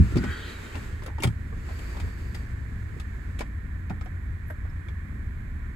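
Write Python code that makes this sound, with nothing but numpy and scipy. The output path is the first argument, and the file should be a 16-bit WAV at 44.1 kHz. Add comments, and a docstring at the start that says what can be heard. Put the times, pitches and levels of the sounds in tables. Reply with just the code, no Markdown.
"""Inside the cab of a six-cylinder diesel truck at idle, heard from a phone held behind the steering wheel.
Beating hums and a rumble that throbs with the firings fill the cab; coloured noise blows from a vent.
The phone is bumped (decaying low swings); a hand works a lever on the dashboard. Bursts of rubbing hiss, as
of a sleeve or hand sliding, are noise with coloured resonances and thin whistles; the lever snaps home with
a thud, and plastic parts click as struck resonances amid scrapes and soft rubs of banded noise."""
import sys
import numpy as np
from scipy import signal
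from scipy.fft import rfft, irfft
from scipy.io import wavfile
from scipy.ndimage import uniform_filter1d

SR = 44100
rng = np.random.default_rng(int(sys.argv[2]) if len(sys.argv) > 2 else 0)


def wrap_up_sound(samples):
    """Save the sound to the file named by the first command line argument, as 16-bit audio."""
    columns = np.atleast_2d(samples).T
    # keep every value between -1 and 1, then stretch to whole-number steps
    tamed = np.clip(columns, -1, 1)
    steps = np.round(tamed * 32767).astype(np.int16)
    wavfile.write(sys.argv[1], SR, steps)


N = 253575
T = np.arange(N) / SR


def undb(db):
    """Decibels to gain."""
    return 10 ** (np.asarray(db) / 20)


def unit(x):
    """Scale to rms 1."""
    return x / np.sqrt(np.mean(x ** 2))


def over_hz(rows, f):
    """Linear interpolation of (Hz, value) rows on a log-frequency axis."""
    hz, value = np.transpose(rows)
    return np.interp(np.log(f + 1), np.log(hz), value)


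def colour(rows):
    """Spectral envelope: gain over frequency, closed below its first point."""
    return lambda f: undb(over_hz(rows, f)) * np.minimum(f / rows[0][0], 1) ** 2


def resonances(rows):
    """Superposition of resonance peaks: gain over frequency of (Hz, width, dB) rows."""
    return lambda f: sum(undb(db) / (1 + ((f - hz) / width) ** 2) for hz, width, db in rows)


def band(hz, width_hz):
    """Gain over frequency of a single resonance."""
    return resonances([(hz, width_hz, 0)])


# likeness of the two microphones in the cab's sound field, held within -1 to 1 in use:
# pitch_hz, correlation
LIKENESS = [(60, 0.92), (120, 0.79), (220, 0.85), (380, 0.56), (650, -0.23), (1400, 0.15), (2500, -0.067),
            (4500, 0.25), (5600, -0.39), (7300, 0.95), (9400, -1.75), (12000, 1), (14400, -1.4)]


def noise(gain, size=N, direct=0):
    """Spatial coherence: stereo noise of rms 1, more alike at the two microphones when the source is direct."""
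    f = np.fft.rfftfreq(size, 1 / SR)
    alike = np.clip(direct + (1 - direct) * over_hz(LIKENESS, f), -1, 1)
    spectra = rfft(rng.standard_normal((2, size))) * gain(f)
    mid, side = spectra * np.sqrt([1 + alike, 1 - alike])
    return unit(irfft([mid + side, mid - side], size))


def walk(rate):
    """Slow random modulation of rms 1: levels held 1 / rate s and smoothed twice."""
    hold = int(SR / rate)
    steps = np.repeat(rng.standard_normal(N // hold + 1), hold)
    return unit(uniform_filter1d(uniform_filter1d(steps, hold), hold)[:N])


def swell(from_s, to_s, rise_db_per_s, fall_db_per_s):
    """Exponential envelope in dB: rises to 0 at from_s, holds until to_s, then falls."""
    return -rise_db_per_s * np.maximum(from_s - T, 0) - fall_db_per_s * np.maximum(T - to_s, 0)


def add(out, s, sound):
    """Superposition: mix a sound in at time s."""
    i = max(int(s * SR), 0)
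    out[:, i:i + sound.shape[-1]] += sound[..., :N - i]


# hums of the engine and the units it drives: pitch_hz, level_db (rms, before the wavering)
HUMS = [(27.9, -45), (31.2, -49.5), (35.6, -47), (54.9, -41.5), (62.3, -43.5), (69.5, -46.5), (74.9, -45),
        (79, -48), (84, -44), (90.1, -46), (106.9, -48), (142.3, -56.5), (205, -59.5), (245, -66),
        (305, -68)]
HUM_WANDER, HUM_WAVER_DB = 0.00901, 3  # wander as a share of the pitch
# spectrum of the cab shell's rumble: pitch_hz, level_db (per Hz, relative)
RUMBLE = [(22, -63), (30, -61.5), (40, -72), (50, -61), (60, -51), (77, -51), (94, -57), (125, -60.5),
          (180, -63.5), (250, -68), (330, -73.5), (450, -82), (800, -88), (2000, -113)]
RUMBLE_DB, FIRING_HZ = -39, 27.9  # rms level before the levelling; rate of the firings
STEADY_S = 0.2  # time over which the idle's strength is averaged
# the drone dips briefly; the rate is that at which the depth grows and shrinks
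DIP_FROM_S, DIP_TO_S, DIP_DB, DIP_DB_PER_S = 0.36, 0.71, -6.5, 120


def engine_hum(hz, db):
    """Frequency and amplitude modulation: one sine wanders in pitch and wavers in strength."""
    pitch = hz * (1 + HUM_WANDER * walk(1.995))
    amplitude = np.sqrt(2) * undb(db + HUM_WAVER_DB * walk(3.08))
    return amplitude * np.sin(2 * np.pi * (np.cumsum(pitch) / SR + rng.random()))


def engine(throb=0.21, lumpy_db=1):
    """Beating: close hums interfere unevenly over a rumble modulated at the firing rate."""
    hums = sum(engine_hum(hz, db) for hz, db in HUMS)
    firings = 1 + throb * np.cos(2 * np.pi * FIRING_HZ * T)
    drone = hums + undb(RUMBLE_DB) * unit(noise(colour(RUMBLE)) * firings)
    strength = unit(np.sqrt(uniform_filter1d(np.mean(drone ** 2, axis=0), int(STEADY_S * SR))))
    dip = DIP_DB * undb(swell(DIP_FROM_S, DIP_TO_S, DIP_DB_PER_S, DIP_DB_PER_S))
    # the square root halves the slow swings of level in dB
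    return undb(dip + lumpy_db * walk(22.006)) * drone / np.sqrt(strength)


SURGE_FROM_S, SURGE_TO_S, SURGE_HZ = 2.3, 2.8, 108
SURGE_DB, SURGE_DB_PER_S = -41, 39  # rms level while held; rate at which it comes and goes


def surge(wander=.012):
    """Frequency modulation: a wavering low hum rises out of the drone and sinks back."""
    envelope = undb(SURGE_DB + swell(SURGE_FROM_S, SURGE_TO_S, SURGE_DB_PER_S, SURGE_DB_PER_S))
    pitch = SURGE_HZ * (1 + wander * walk(6))
    return np.sqrt(2) * envelope * np.sin(2 * np.pi * np.cumsum(pitch) / SR)


# low modes of the cab and the phone's body: pitch_hz, level_db (relative), t60_s
BOOM = [(65.5, -18, 0.065), (80.2, 5.5, 0.09), (111.3, -5, 0.24), (120, 5, 0.076), (167.8, 7, 0.1),
        (197.2, -1, 0.24), (242.2, 3, 0.12), (314, -2.5, 0.19), (350, -6.5, 0.1)]
# dull bumps: start_s, level_db (peak of the part common to both microphones), pitch_hz
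BUMPS = [(.001, -5.5, 82), (.0, -10, 181), (.001, -21.5, 281), (.044, -17, 69.4), (.108, -23.5, 85.5),
         (.124, -28.5, 274), (0.137, -17.5, 72.5), (.156, -25.5, 338), (.159, -13.5, 127),
         (.167, -13.5, 264), (0.187, -20, 247), (0.189, -25, 66), (0.209, -20, 198), (.236, -31, 374),
         (.241, -23.5, 238), (0.261, -28, 197), (.274, -23.5, 78), (0.29, -26, 87), (1.202, -30, 292),
         (1.239, -29, 266), (1.252, -14, 126), (1.275, -17.5, 107.6), (1.276, -30.5, 320),
         (1.303, -28.5, 115), (2.024, -23.5, 65), (2.06, -26, 76), (2.966, -37, 330), (3.407, -32.5, 303),
         (3.905, -24.5, 176), (3.925, -27.5, 89)]
# spread of the modes each bump excites; its rise as a share of one cycle
BUMP_OCTAVES, BUMP_RISE_CYCLES = 0.7, 0.74
# share by which the pitch sags and time constant of the sag; level of the boom under the swing
BUMP_SAG, BUMP_SAG_S, BOOM_DB = 0.075, 0.024, -3.5


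def bumps(side_db=-9, size=12000):
    """Modal excitation: a soft blow swings, sagging as the contact relaxes, and rings the low modes near it."""
    out, t = np.zeros((2, N)), np.arange(size) / SR
    hz, mode_db, t60 = np.transpose(BOOM)[:, :, None]
    for s, db, centre_hz in BUMPS:
        age = t * centre_hz / BUMP_RISE_CYCLES
        pitch = centre_hz * (1 + BUMP_SAG * (np.exp(-t / BUMP_SAG_S) - .5))
        swing = age * np.exp(1 - age) * np.exp(2j * np.pi * np.cumsum(pitch) / SR)
        nearness = np.exp(-.5 * (np.log2(hz / centre_hz) / BUMP_OCTAVES) ** 2)
        modes = undb(mode_db - 60 * t / t60) * nearness * np.exp(2j * np.pi * hz * t)
        boom = modes.sum(0) * (1 - np.exp(-age))
        thud = swing + undb(BOOM_DB) * boom / np.abs(boom).max()
        # the pressure gradient between the microphones is a quarter cycle out of step
        mid, side = thud.imag, undb(side_db) * thud.real
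        add(out, s, undb(db) * np.array([mid + side, mid - side]) / np.abs(mid).max())
    return out


# bursts of rubbing hiss: start_s (at full strength), end_s (begins to die away),
# level_db (before the hiss gain)
HISSES = [(0., 0.836, -45.5), (1.7, 2.04, -48.5), (2.198, 2.44, -53.5)]
# every hiss swells, weakens and dies away
HISS_RISE_DB_PER_S, HISS_SAG_DB_PER_S, HISS_FALL_DB_PER_S = 66, 3, 47
# a faint hiss lingers, then stops; its level too is before the hiss gain
LINGER_DB, LINGER_ENDS_S = -60.5, 3.43


def hiss_strength(stop_db_per_s=130):
    """Envelope maximum: the strongest hiss at each moment, or else the lingering one."""
    levels = [LINGER_DB + swell(0, LINGER_ENDS_S, 0, stop_db_per_s)]
    for full_s, end_s, db in HISSES:
        sag = HISS_SAG_DB_PER_S * np.maximum(T - full_s, 0)
        levels.append(db - sag + swell(full_s, end_s, HISS_RISE_DB_PER_S, HISS_FALL_DB_PER_S))
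    return undb(np.max(levels, axis=0))


# coloured resonances of the rub: pitch_hz, width_hz, level_db (relative)
RUB_MODES = [(1500, 220, 8.5), (1896, 45, 2.5), (2330, 300, 0), (3150, 190, -1.5), (3760, 480, -2.5),
             (4570, 130, -9)]
# they swell to one peak during the first hiss and fade
RUB_PEAK_S, RUB_DB, RUB_RISE_DB_PER_S, RUB_FALL_DB_PER_S = .275, -41.5, 95, 33
# their centre climbs: from, to, midpoint and time constant of the climb
RUB_LOW_HZ, RUB_HIGH_HZ, RUB_CLIMB_AT_S, RUB_CLIMB_S = 1620, 3030, 0.36, 0.039


def rub_resonances(spread_octaves=1):
    """Selective resonance: the coloured resonances nearest to a climbing centre sound the strongest."""
    climb = (1 + np.tanh((T - RUB_CLIMB_AT_S) / RUB_CLIMB_S)) / 2
    centre_hz = RUB_LOW_HZ + (RUB_HIGH_HZ - RUB_LOW_HZ) * climb
    weights = np.array([undb(db) * np.exp(-.5 * (np.log2(hz / centre_hz) / spread_octaves) ** 2)
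                        for hz, _, db in RUB_MODES])
    weights /= np.sqrt((weights ** 2).sum(0))
    modes = sum(weight * undb(2.0 * walk(12.2)) * noise(band(hz, width), direct=0.89)
                for weight, (hz, width, _) in zip(weights, RUB_MODES))
    return undb(RUB_DB + swell(RUB_PEAK_S, RUB_PEAK_S, RUB_RISE_DB_PER_S, RUB_FALL_DB_PER_S)) * modes


# resonances of a thin singing hiss: pitch_hz, width_hz, level_db (relative)
SING = [(4585, 130, 2), (5300, 220, -12), (11900, 610, -13)]
# rms level at the start, and the rate at which it weakens
SING_FROM_S, SING_TO_S, SING_DB, SING_SAG_DB_PER_S = 1.72, 2.44, -61.5, 10


def thin_sing(fade_db_per_s=140, waver_db=1):
    """Resonance filtering: narrow bands of noise sing thinly during the later hisses."""
    sag = SING_SAG_DB_PER_S * np.maximum(T - SING_FROM_S, 0)
    level = SING_DB - sag + waver_db * walk(12.5)
    level = level + swell(SING_FROM_S, SING_TO_S, fade_db_per_s, fade_db_per_s)
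    return undb(level) * noise(resonances(SING), direct=0.22)


# spectrum of the rubbing hiss: pitch_hz, level_db (per Hz, relative)
HISS_COLOUR = [(150, -73.5), (350, -69.5), (700, -83), (1100, -80.5), (1550, -78.5), (2400, -81),
               (3200, -91), (4400, -91), (5500, -95.5), (8200, -91.5), (11000, -100), (15000, -104)]


def rubbing_hiss(hiss_db=3, flutter_db=1):
    """Broadband noise: hiss as of a sleeve or hand sliding, its resonances and its singing flutter together."""
    hiss = undb(hiss_db) * hiss_strength() * noise(colour(HISS_COLOUR))
    return (hiss + rub_resonances() + thin_sing()) * undb(flutter_db * walk(35.56))


# brief thin whistles: start_s (fully sounding), end_s (begins to fade), pitch_hz (at the start),
# glide_hz_per_s, level_db (amplitude at full sound)
WHISTLE_GLIDES = [(0.096, 0.15, 1380, -1, -48), (0.255, 0.335, 1500, 1198, -42),
                  (.26, .33, 1690, 900, -49.5), (0.282, 0.353, 3060, 2701, -52),
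                  (0.32, .43, 3900, -2200, -58), (.33, 0.4, 4520, -1600, -57),
                  (.35, 0.44, 3990, -1800, -63), (.45, .54, 4150, -1200, -57),
                  (.46, 0.495, 3930, 1200, -56), (0.448, 0.51, 4540, 1000, -57.5),
                  (0.465, 0.524, 3130, -200, -56), (0.65, .73, 3140, -100, -59.5),
                  (0.48, 0.7, 3800, -200, -60)]
TONE_WANDER, TONE_FADE_DB_PER_S = .008, 300  # each of two wanders as a share of the pitch; fade in and out


def gliding_whistles(side_db=-7):
    """Frequency modulation: brief, thin whistles within the rubbing glide and waver."""
    out = np.zeros((2, N))
    for from_s, to_s, hz, glide_hz_per_s, db in WHISTLE_GLIDES:
        glide = glide_hz_per_s * (np.clip(T, from_s, to_s) - from_s)
        pitch = hz * (1 + TONE_WANDER * (walk(28.07) + walk(120.2))) + glide
        tone = unit(1 + .8 * walk(160)) * np.exp(2j * np.pi * np.cumsum(pitch) / SR)
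        envelope = undb(db + swell(from_s, to_s, TONE_FADE_DB_PER_S, TONE_FADE_DB_PER_S))
        out += envelope * (tone.imag + undb(side_db) * tone.real * [[1], [-1]])
    return out


def click_shape(t, t60, contact_s=.0016, tail_db=-24, cab_t60=0.21):
    """Impact and decay: a quick rise in contact, the struck part's fall and a weak tail from the cab."""
    return (1 - np.exp(-t / contact_s)) * (undb(-60 * t / t60) + undb(tail_db - 60 * t / cab_t60))


def ring(hz, t, skew=0.21, strike_db=2.5, damping_db_per_s=450, damping_per_khz=170, split=0.073, twin_db=-7):
    """Damped mode pair: a mode and its weaker twin, damped faster the higher the mode lies."""
    modes = 0
    for f, db in [(hz, 0), (hz * (1 + split), twin_db)]:
        # the two microphones hear it a share of a cycle apart
        cycles = f * t + rng.random() + np.array([[0], [skew]])
        modes = modes + undb(db) * np.sin(2 * np.pi * cycles)
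    damping = damping_db_per_s + damping_per_khz * hz / 1000
    return undb(strike_db - damping * t) * modes


# resonances of the dashboard panels: pitch_hz, width_hz, level_db (relative)
KNOCK = [(315, 71, 5), (450, 16, -10), (567, 51, 4.5), (775, 37, 4.5), (953, 113, -3), (1220, 78, -4),
         (1418, 28, 1.5), (1900, 160, -13.5), (2120, 380, -9.5)]
# resonances of the small plastic parts: pitch_hz, width_hz, level_db (relative)
SNAP = [(1720, 140, -31), (2250, 240, 6.5), (2710, 44, 2), (3200, 340, 0), (3700, 33, 3), (4480, 880, -5),
        (5160, 210, -13), (5700, 180, -17), (7300, 2300, -9)]
# spectrum of the contact's tick: pitch_hz, level_db (relative)
TICK = [(4500, -27), (7300, -7), (8500, 0.5), (10500, -4), (13000, -14.5), (16000, -9)]
# clicks of the lever and dashboard: start_s, level_db (base of all layers), hardness (0-1),
# panel_pitch_hz, panel_level_db, part_pitch_hz, part_level_db
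# (ring levels are over the base, before the gain of the strike)
CLICKS = [(.157, -33, 0.58, 360, 5, 2590, -9), (.169, -31.5, 0.69, 350, 10, 5160, -9),
          (.238, -29.5, 0.45, 368, 2, 2030, -5), (.744, -36.5, 0, 796, -3, 2400, -3),
          (.753, -35.5, 0.53, 940, -1.5, 2690, -6), (1.021, -39.5, 0.43, 930, -2, 2030, -15),
          (1.034, -51, 1, 430, 3, 3430, -16), (1.061, -40.5, 0.89, 510, 4.5, 1330, 4),
          (1.08, -36.5, .03, 720, 2, 1240, -5), (1.182, -36, 0.28, 880, 3, 1930, -12),
          (1.202, -48.5, 1, 1100, 1, 2810, 11), (1.223, -36, 0.94, 920, 10, 2180, 5),
          (1.234, -26, 0.98, 1220, -7, 2267, 0), (1.238, -29, .5, 1050, -3, 3325, 4),
          (1.24, -27.5, 0.1, 770, 2, 1410, -1), (1.246, -31.5, 0.2, 710, 1, 2380, -9),
          (1.271, -38.5, 0.8, 1230, -3, 3200, 4), (1.524, -43, 0, 452, 5, 1110, -2),
          (1.688, -38.5, .2, 763, 0, 1040, -5), (1.706, -45, .1, 640, 2, 1200, -3),
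          (1.789, -45, 0.86, 553, -2, 1230, -11), (1.947, -45.5, .1, 982, -2, 1520, -13),
          (1.968, -38, 0.55, 850, 0, 1310, -2), (1.999, -36.5, 0.71, 940, -4, 2460, -4),
          (2.04, -47, .1, 417, 3, 1500, -6), (2.07, -47, .2, 990, 3, 1550, 0),
          (2.345, -42, 0.89, 900, -1, 2010, 2), (2.348, -45, 0.86, 1320, -6, 4730, 8),
          (2.965, -54.5, 0, 450, 17, 610, -3), (2.998, -43, 0.91, 1260, 4, 3380, -6),
          (3.39, -37.5, .9, 880, -8, 2570, -6), (3.406, -31.5, 0.66, 467, 5.5, 2310, -0.5),
          (3.41, -36, .1, 958, 3, 1730, 4), (3.416, -42.5, 0.1, 570, 5, 1180, 5),
          (3.897, -42, 0.64, 696, -2, 2480, 2), (3.904, -34.5, 0, 762, 6.5, 1790, -6),
          (4.01, -42, 0.64, 1270, 4, 2200, -2), (4.058, -42.5, 0.45, 733, 7, 1360, -9),
          (4.5, -45, 0.35, 954, 4.5, 1890, 5), (4.503, -39, 0, 605, 4.5, 1530, 7.5),
          (4.649, -44.5, 0, 490, 0, 1160, -3), (4.884, -46, 0.66, 2200, 6, 3350, -1)]
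SOFT_SNAP_DB, SOFT_TICK_DB = -23, -48.5  # change of snap and tick for a fully soft contact
# the clicks start on the left and drift across as the phone turns (left minus right)
CLICK_PAN_DB, CLICK_PAN_DB_PER_S = 3.5, -1


def clicks(knock_db=1, snap_db=4, tick_db=6.5, size=6000):
    """Impact excitation: a panel and a small part ring; a harder contact adds more treble."""
    out, t = np.zeros((2, N)), np.arange(size) / SR
    for s, db, hardness, panel_hz, panel_db, part_hz, part_db in CLICKS:
        softness = 1 - np.clip(hardness, 0, 1)
        knock = undb(knock_db) * noise(resonances(KNOCK), size, direct=0.18)
        panel = knock + undb(panel_db) * ring(panel_hz, t)
        snap = undb(softness * SOFT_SNAP_DB + snap_db) * noise(resonances(SNAP), size, direct=0.05)
        part = snap + undb(part_db) * ring(part_hz, t)
        tick = undb(softness * SOFT_TICK_DB + tick_db) * noise(colour(TICK), size)
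        sound = panel * click_shape(t, t60=0.065, contact_s=0.0024)
        sound += part * click_shape(t, t60=0.049) + tick * click_shape(t, t60=0.027)
        pan = CLICK_PAN_DB + CLICK_PAN_DB_PER_S * s
        add(out, s, sound * undb(db + np.array([[pan], [-pan]]) / 2))
    return out


# scrapes and soft rubs of hand and plastic: start_s, length_s,
# level_db (rms at the crest, before the slips), pitch_hz
SCRAPES = [(.165, 0.029, -47.5, 4800), (.738, .04, -44, 895), (1.073, 0.07, -51, 900),
           (1.22, .008, -45, 5900), (1.224, .007, -46, 3100), (1.235, .009, -35, 3200),
           (1.269, .011, -43, 8100), (1.678, 0.045, -54, 740), (1.931, 0.12, -52, 1000),
           (1.98, .1, -53.5, 430), (3.385, 0.012, -48, 3380), (3.404, 0.021, -47, 4550),
           (3.408, 0.018, -45, 2850), (3.886, .025, -65, 11500), (4.04, 0.027, -66, 11000),
           (4.453, 0.085, -65, 11500), (4.497, .01, -58, 8750)]
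SCRAPE_WIDTH = 0.11  # width of the band as a share of its centre
SLIPS_PER_S, SLIP_SCATTER_DB = 450, 6


def scrapes(size=6000):
    """Stick-slip friction: dense, uneven tiny slips swell and fade in one band."""
    out, t = np.zeros((2, N)), np.arange(size) / SR
    slips = unit(undb(SLIP_SCATTER_DB * walk(SLIPS_PER_S)))
    for s, length_s, db, hz in SCRAPES:
        envelope = np.sin(np.pi * np.minimum(t / length_s, 1))
        add(out, s, undb(db) * envelope * noise(band(hz, SCRAPE_WIDTH * hz), size, direct=0.23))
    return out * slips


SQUEAK_S, SQUEAK_HZ, SQUEAK_DB, SQUEAK_LENGTH_S = 4.694, 5170, -64, 0.015  # level at the crest


def squeak(width_hz=160):
    """Friction noise in a narrow band: a plastic part slips and gives one tiny, rough chirp."""
    envelope = np.sin(np.pi * np.clip((T - SQUEAK_S) / SQUEAK_LENGTH_S, 0, 1)) ** 2
    return undb(SQUEAK_DB) * envelope * noise(band(SQUEAK_HZ, width_hz), direct=0.87)


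# spectrum of the air from the dashboard vent: pitch_hz, level_db (per Hz, relative)
VENT = [(500, -94), (850, -88), (1020, -77.5), (1280, -83.5), (1550, -77.5), (1800, -73), (2000, -80.5),
        (2350, -83.5), (2750, -101), (4000, -115)]
# balance of the vent, which lies to the right of the phone: pitch_hz, level_db (left minus right)
VENT_PAN = [(60, -1), (110, 2), (200, 13), (380, 4), (700, 11), (1290, -14.5), (2380, -16), (4400, -20),
            (8120, -31), (15000, 22)]
# spectrum of the faint smooth hiss above it: pitch_hz, level_db (per Hz, relative)
SIZZLE = [(1500, -102), (3200, -100), (4200, -103), (5000, -112), (6000, -113), (7600, -106), (8600, -107),
          (10300, -112), (13000, -111), (15500, -111)]
# thin whistles in the vent: pitch_hz, width_hz, level_db (rms)
WHISTLES = [(9150, 130, -77), (11000, 25, -86)]
VENT_DB, SIZZLE_DB = -54.5, -66.5  # vent level before the panning; sizzle level rms


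def vent(lag_s=0.00019, direct=0.31):
    """Arrival-time difference: the blower's rush reaches the right microphone first, with hiss and whistles."""
    f = np.fft.rfftfreq(N, 1 / SR)
    pan = undb(over_hz(VENT_PAN, f) / 2)
    left_delay = np.exp(-2j * np.pi * f * lag_s)
    rush = irfft(rfft(noise(colour(VENT), direct=direct)) * [pan * left_delay, 1 / pan], N)
    whistles = sum(undb(db) * noise(band(hz, width)) for hz, width, db in WHISTLES)
    return undb(VENT_DB + 0.29 * walk(5.4)) * rush + undb(SIZZLE_DB) * noise(colour(SIZZLE)) + whistles


# echoes from the windscreen, roof and door: left_delay_s, right_delay_s, level_db
ECHOES = [(.0023, .0025, -48), (.0047, .0044, -12.5), (.0079, .0083, -21), (0.0134, .0119, -12)]


def cab(x):
    """Early reflections: nearby glass and trim throw the sound back within milliseconds."""
    out = x.copy()
    for left_s, right_s, db in ECHOES:
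        add(out, left_s, undb(db) * x * [[1], [0]])
        add(out, right_s, undb(db) * x * [[0], [1]])
    return out


def scene():
    """Superposition of everything heard in the cab; the sounds of hand and lever also reflect."""
    handling = rubbing_hiss() + gliding_whistles() + clicks() + scrapes() + squeak()
    return engine() + surge() + bumps() + cab(handling) + vent()


TOP_HZ = 15850


def record(dry):
    """Low-pass filtering: the phone cuts the top."""
    return signal.sosfilt(signal.ellip(10, .2, 80, TOP_HZ, fs=SR, output="sos"), dry)


dry = scene()
out = record(dry)
wrap_up_sound(out)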